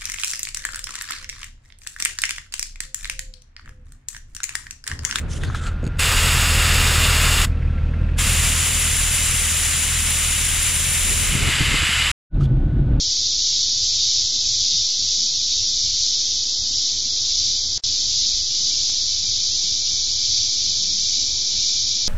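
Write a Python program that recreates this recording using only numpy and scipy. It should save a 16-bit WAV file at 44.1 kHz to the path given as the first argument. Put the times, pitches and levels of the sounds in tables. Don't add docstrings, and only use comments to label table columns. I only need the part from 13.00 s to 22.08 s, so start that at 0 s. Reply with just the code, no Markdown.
import sys
import numpy as np
from scipy import signal
from scipy.fft import rfft, irfft, next_fast_len
from scipy.io import wavfile
from scipy.ndimage import map_coordinates

SR = 44100
rng = np.random.default_rng(int(sys.argv[2]) if len(sys.argv) > 2 else 0)


def file_out(sig):
    cols = np.atleast_2d(sig).T
    lim = np.clip(cols, -1, 1)
    pcm = np.round(lim * 32767).astype(np.int16)
    wavfile.write(sys.argv[1], SR, pcm)


def level_to_linear(level):
    exponent = np.asarray(level, float) / 20
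    return 10 ** exponent


N = 400412
TOP_HZ = 7640
HOP = 1152


def unit(x):
    return x / np.sqrt(np.mean(x ** 2) + 1e-20)


def spectrum_gain(points, hz):
    point_hz, level_db = np.transpose(points)
    return level_to_linear(np.interp(np.log(hz + 1), np.log(point_hz + 1), level_db))


def curve(rows):
    return np.interp(np.arange(N) / SR, *np.transpose(rows))


def wobble(rate_hz):
    coarse = np.arange(0, N + 32, 32)
    knots = rng.standard_normal(N // 100)
    drift = map_coordinates(knots, [coarse * rate_hz / SR])
    return np.interp(np.arange(N), coarse, drift)


def filtered(x, response):
    size = next_fast_len(N + SR // 2)
    hz = np.fft.rfftfreq(size, 1 / SR)
    return irfft(rfft(x, size) * response(hz), size)[:N]


def ring(hz, centre_hz, width_hz):
    damping = 1j * hz * width_hz
    return damping / (centre_hz ** 2 - hz ** 2 + damping)


def hiss(response):
    return unit(filtered(rng.standard_normal(N), response))


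# start_s, length_s
LOW_BAND_OPENINGS = [(0, 0.033), (.966, .088), (1.726, .056), (1.97, .11), (2.161, .114), (2.666, .062),
                     (2.8, .07), (3.588, .062), (4.033, .062), (4.436, .128), (5.019, .056), (5.25, .056),
                     (5.368, 0.051), (5.589, .122), (5.787, .056), (6.19, .116), (6.611, .138),
                     (6.894, .06), (7.599, 0.13), (7.772, .28), (8.12, .072), (8.291, 0.058), (8.507, .096),
                     (8.928, 0.071), (9.05, .05)]


def low_band_gate():
    start, length = np.transpose(LOW_BAND_OPENINGS)
    end = start + length
    fade = np.minimum(HOP / SR, length / 2)
    corners = np.array([start, start + fade, end - fade, end]).T.ravel()
    gate = curve(np.transpose([corners, np.tile([0, 1, 1, 0], len(start))]))
    open_gain = level_to_linear(-52 - 2.5 * wobble(12))
    return open_gain * np.sin(np.pi / 2 * gate) + level_to_linear(-98)


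# frequency_hz, level_db (per Hz)
ROAD_COLOUR = [(225, -2.5), (280, -4), (400, -10.5), (600, -14), (1000, -18.5), (1400, -22), (1800, -17.5),
               (2100, -54)]
# frequency_hz, level_db (per Hz)
RUMBLE_COLOUR = [(12, -31.5), (25, -7), (40, -4), (60, -7), (80, -5), (105, -4.5), (125, -14)]
# pitch_hz, level_db (rms)
ELECTRIC_TONES = [
    (59.5, -49.5),
    (1293, -75.5),
]


def street():
    road = level_to_linear(-52 + .7 * wobble(5)) * hiss(lambda hz: spectrum_gain(ROAD_COLOUR, hz) * (hz > 223))
    rumble_gain = level_to_linear(-44.5 + 2 * wobble(10))
    rumble = rumble_gain * hiss(lambda hz: spectrum_gain(RUMBLE_COLOUR, hz) * (hz > 10) * (hz < 128))
    low_band = low_band_gate() * hiss(lambda hz: (hz > 126) & (hz < 223))
    t = np.arange(N) / SR
    tones = np.zeros(N)
    for pitch_hz, level_db in ELECTRIC_TONES:
        level = np.sqrt(2) * level_to_linear(level_db + 1.5 * wobble(7.1))
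        tones += level * np.sin(2 * np.pi * pitch_hz * t + 0.53 * wobble(2.7))
    return road + rumble + low_band + tones


# time_s, level_db
TRILL_SWELL = [
    (0, -66),
    (4, -66),
    (4.8, -61),
    (5.6, -58),
    (6.5, -57),
    (7.2, -54.5),
    (8, -53.5),
    (9.08, -52.5),
]


def trill():
    level = level_to_linear(curve(TRILL_SWELL) + 1.5 + 1.5 * wobble(8))
    return level * hiss(lambda hz: ring(hz, 2345, 140) ** 2)


# start_s, length_s, pitch_hz, level_db
CHIRPS = [(.21, .13, 3712, -26), (.23, .09, 4110, -31), (.62, .1, 4380, -30), (.62, .1, 3560, -34),
          (.97, .1, 3712, -25), (1.0, .09, 4110, -32), (1.3, .09, 3560, -32), (1.34, .06, 3970, -30),
          (1.72, .11, 3712, -26), (1.76, .09, 4100, -31), (1.96, .09, 3570, -30), (2.0, .07, 4390, -31),
          (2.02, .06, 3970, -30), (2.1, .07, 3490, -32), (2.5, .11, 3700, -28), (2.68, .07, 3550, -32)]


def crickets():
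    out = np.zeros(N)
    waver = .5 * wobble(30)
    for start_s, length_s, pitch_hz, level_db in CHIRPS:
        start = int(start_s * SR)
        t = np.arange(int(2 * length_s * SR)) / SR
        envelope = np.minimum(t / 0.0055, 1) * np.exp(-(t / length_s) ** 4)
        throb = 1 + 0.1 * np.sin(2 * np.pi * 35 * t)
        tone = np.sin(2 * np.pi * pitch_hz * t + waver[start:][:len(t)])
        out[start:][:len(t)] += level_to_linear(level_db) * envelope * throb * tone
    return out


# body_hz, click_rate_hz
SINGERS = [(3600, 240), (4100, 270), (4600, 190), (5000, 310), (5400, 250), (5900, 310), (6400, 200),
           (7000, 220)]
# frequency_hz, level_db (per Hz)
CHORUS_COLOUR = [(900, -120), (1850, -38), (2080, -29), (2350, -26.5), (2750, -23), (3100, -14),
                 (3570, -3.8), (4200, -3.3), (5000, -.4), (6000, -2.2), (6600, -7.4), (7100, -10.8),
                 (7450, -17), (7640, -24)]
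# time_s, level_db
CHORUS_LEVEL = [(0, -20), (.3, -20), (.7, -19.5), (1.3, -20), (1.7, -20.5), (2.05, -20), (2.35, -20.5),
                (2.55, -20), (3.1, -20.5), (3.8, -21), (4.6, -21.4), (5.3, -21), (5.8, -21), (6.4, -21),
                (7, -21), (7.7, -21), (8.4, -21), (9.08, -21)]


def cicadas(width_hz):
    crowd = np.zeros(N)
    for body_hz, click_rate_hz in SINGERS:
        beats = np.cumsum(click_rate_hz * (1 + .04 * wobble(3)) / SR)
        uneven_beats = beats + .3 * wobble(300)
        clicks = np.diff(np.floor(uneven_beats), prepend=0) * rng.standard_normal(N)
        voice = level_to_linear(-9) * unit(clicks) + rng.standard_normal(N)
        swell = level_to_linear(0.27 * wobble(5.8) + 0.23 * wobble(10))
        crowd += filtered(voice * swell, lambda hz: ring(hz, body_hz, width_hz))

    def bodies(hz):
        power = sum(abs(ring(hz, body_hz, width_hz)) ** 2 for body_hz, _ in SINGERS)
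        return np.sqrt(power) + 1e-3

    heard = filtered(crowd, lambda hz: spectrum_gain(CHORUS_COLOUR, hz) / bodies(hz))
    breathing_db = 0.79 * wobble(6) + 0.19 * wobble(9)
    return level_to_linear(curve(CHORUS_LEVEL) + breathing_db) * unit(heard)


def scene():
    mono = street() + trill() + crickets() + cicadas(width_hz=650)
    return np.tile(mono, (2, 1))


# low_hz, high_hz, low_step_db, high_step_db (rounding step over a line's usual size)
THINNED_BANDS = [(20, 140, -2, 9), (1263, 1531, 1, 3), (1531, 1837, 5, 1), (1837, 1990, 13, 9),
                 (1990, 2220, 7, 3), (2220, 2450, 8, 5), (2450, 2680, 9, 6), (2680, 2900, 12, 11),
                 (2900, 3215, 8, 1), (3215, 3828, 1, -6), (6900, 7580, -2, 10), (7580, 7640, 14, 14)]


def thinned(x):
    n = np.arange(2 * HOP) + .5
    line = np.arange(TOP_HZ * 2 * HOP // SR) + .5
    window = np.sin(np.pi * n / (2 * HOP))
    basis = np.sqrt(2 / HOP) * window * np.cos(np.pi / HOP * np.outer(line, n + HOP / 2))
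    blocks = np.pad(x, (HOP, 2 * HOP - N % HOP)).reshape(-1, HOP)
    lines = np.hstack([blocks[:-1], blocks[1:]]) @ basis.T
    hz = line * SR / (2 * HOP)
    for low_hz, high_hz, low_step_db, high_step_db in THINNED_BANDS:
        band = (hz > low_hz) & (hz <= high_hz)
        step_db = np.interp(hz[band], [low_hz, high_hz], [low_step_db, high_step_db])
        frame_db = 2 * rng.standard_normal((len(lines), 1))
        step = np.std(lines[:, band], axis=0) * level_to_linear(step_db + frame_db)
        lines[:, band] = np.round(.85 * lines[:, band] / step) * step
    frames = lines @ basis
    return (frames[:-1, HOP:] + frames[1:, :HOP]).ravel()[:N]


# start_s, end_s
DROPOUT = (4.7788, 4.8366)
# time_s, level_db
GAP_SMEAR = [
    (4.7788, -19),
    (4.8, -22),
    (4.811, -42),
    (4.816, -70),
    (4.821, -48),
    (4.828, -37),
    (4.8366, -31),
]


def dropout(x):
    offset = .0165
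    t = np.arange(N) / SR
    kept = (t < DROPOUT[0]) | (t > DROPOUT[1])
    smear = level_to_linear(curve(GAP_SMEAR)) * (x + level_to_linear(-27) * hiss(lambda hz: hz < TOP_HZ))
    gapped = filtered(np.where(kept, x, smear - offset), lambda hz: hz < TOP_HZ)
    burst = level_to_linear(-57) * np.exp(-((t - DROPOUT[1]) / .007) ** 2)
    restart = burst * hiss(lambda hz: (hz >= TOP_HZ) & (hz < 9300))
    return gapped + restart + offset


# time_s, level_db
SHARP_CLICK = (5.8975, -10.5)


def sharp_click():
    impulse = level_to_linear(SHARP_CLICK[1]) * (np.arange(N) == round(SHARP_CLICK[0] * SR))
    return filtered(impulse, lambda hz: np.exp(-(hz / 10000) ** 6))


def band_limit(x):
    return signal.sosfilt(signal.butter(12, 12600, fs=SR, output="sos"), x)


def record(dry):
    camera = level_to_linear(.3) * thinned(dry[0])
    mix = dropout(camera) + sharp_click()
    return band_limit(np.tile(mix, (2, 1)))


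dry = scene()
out = record(dry)
file_out(out)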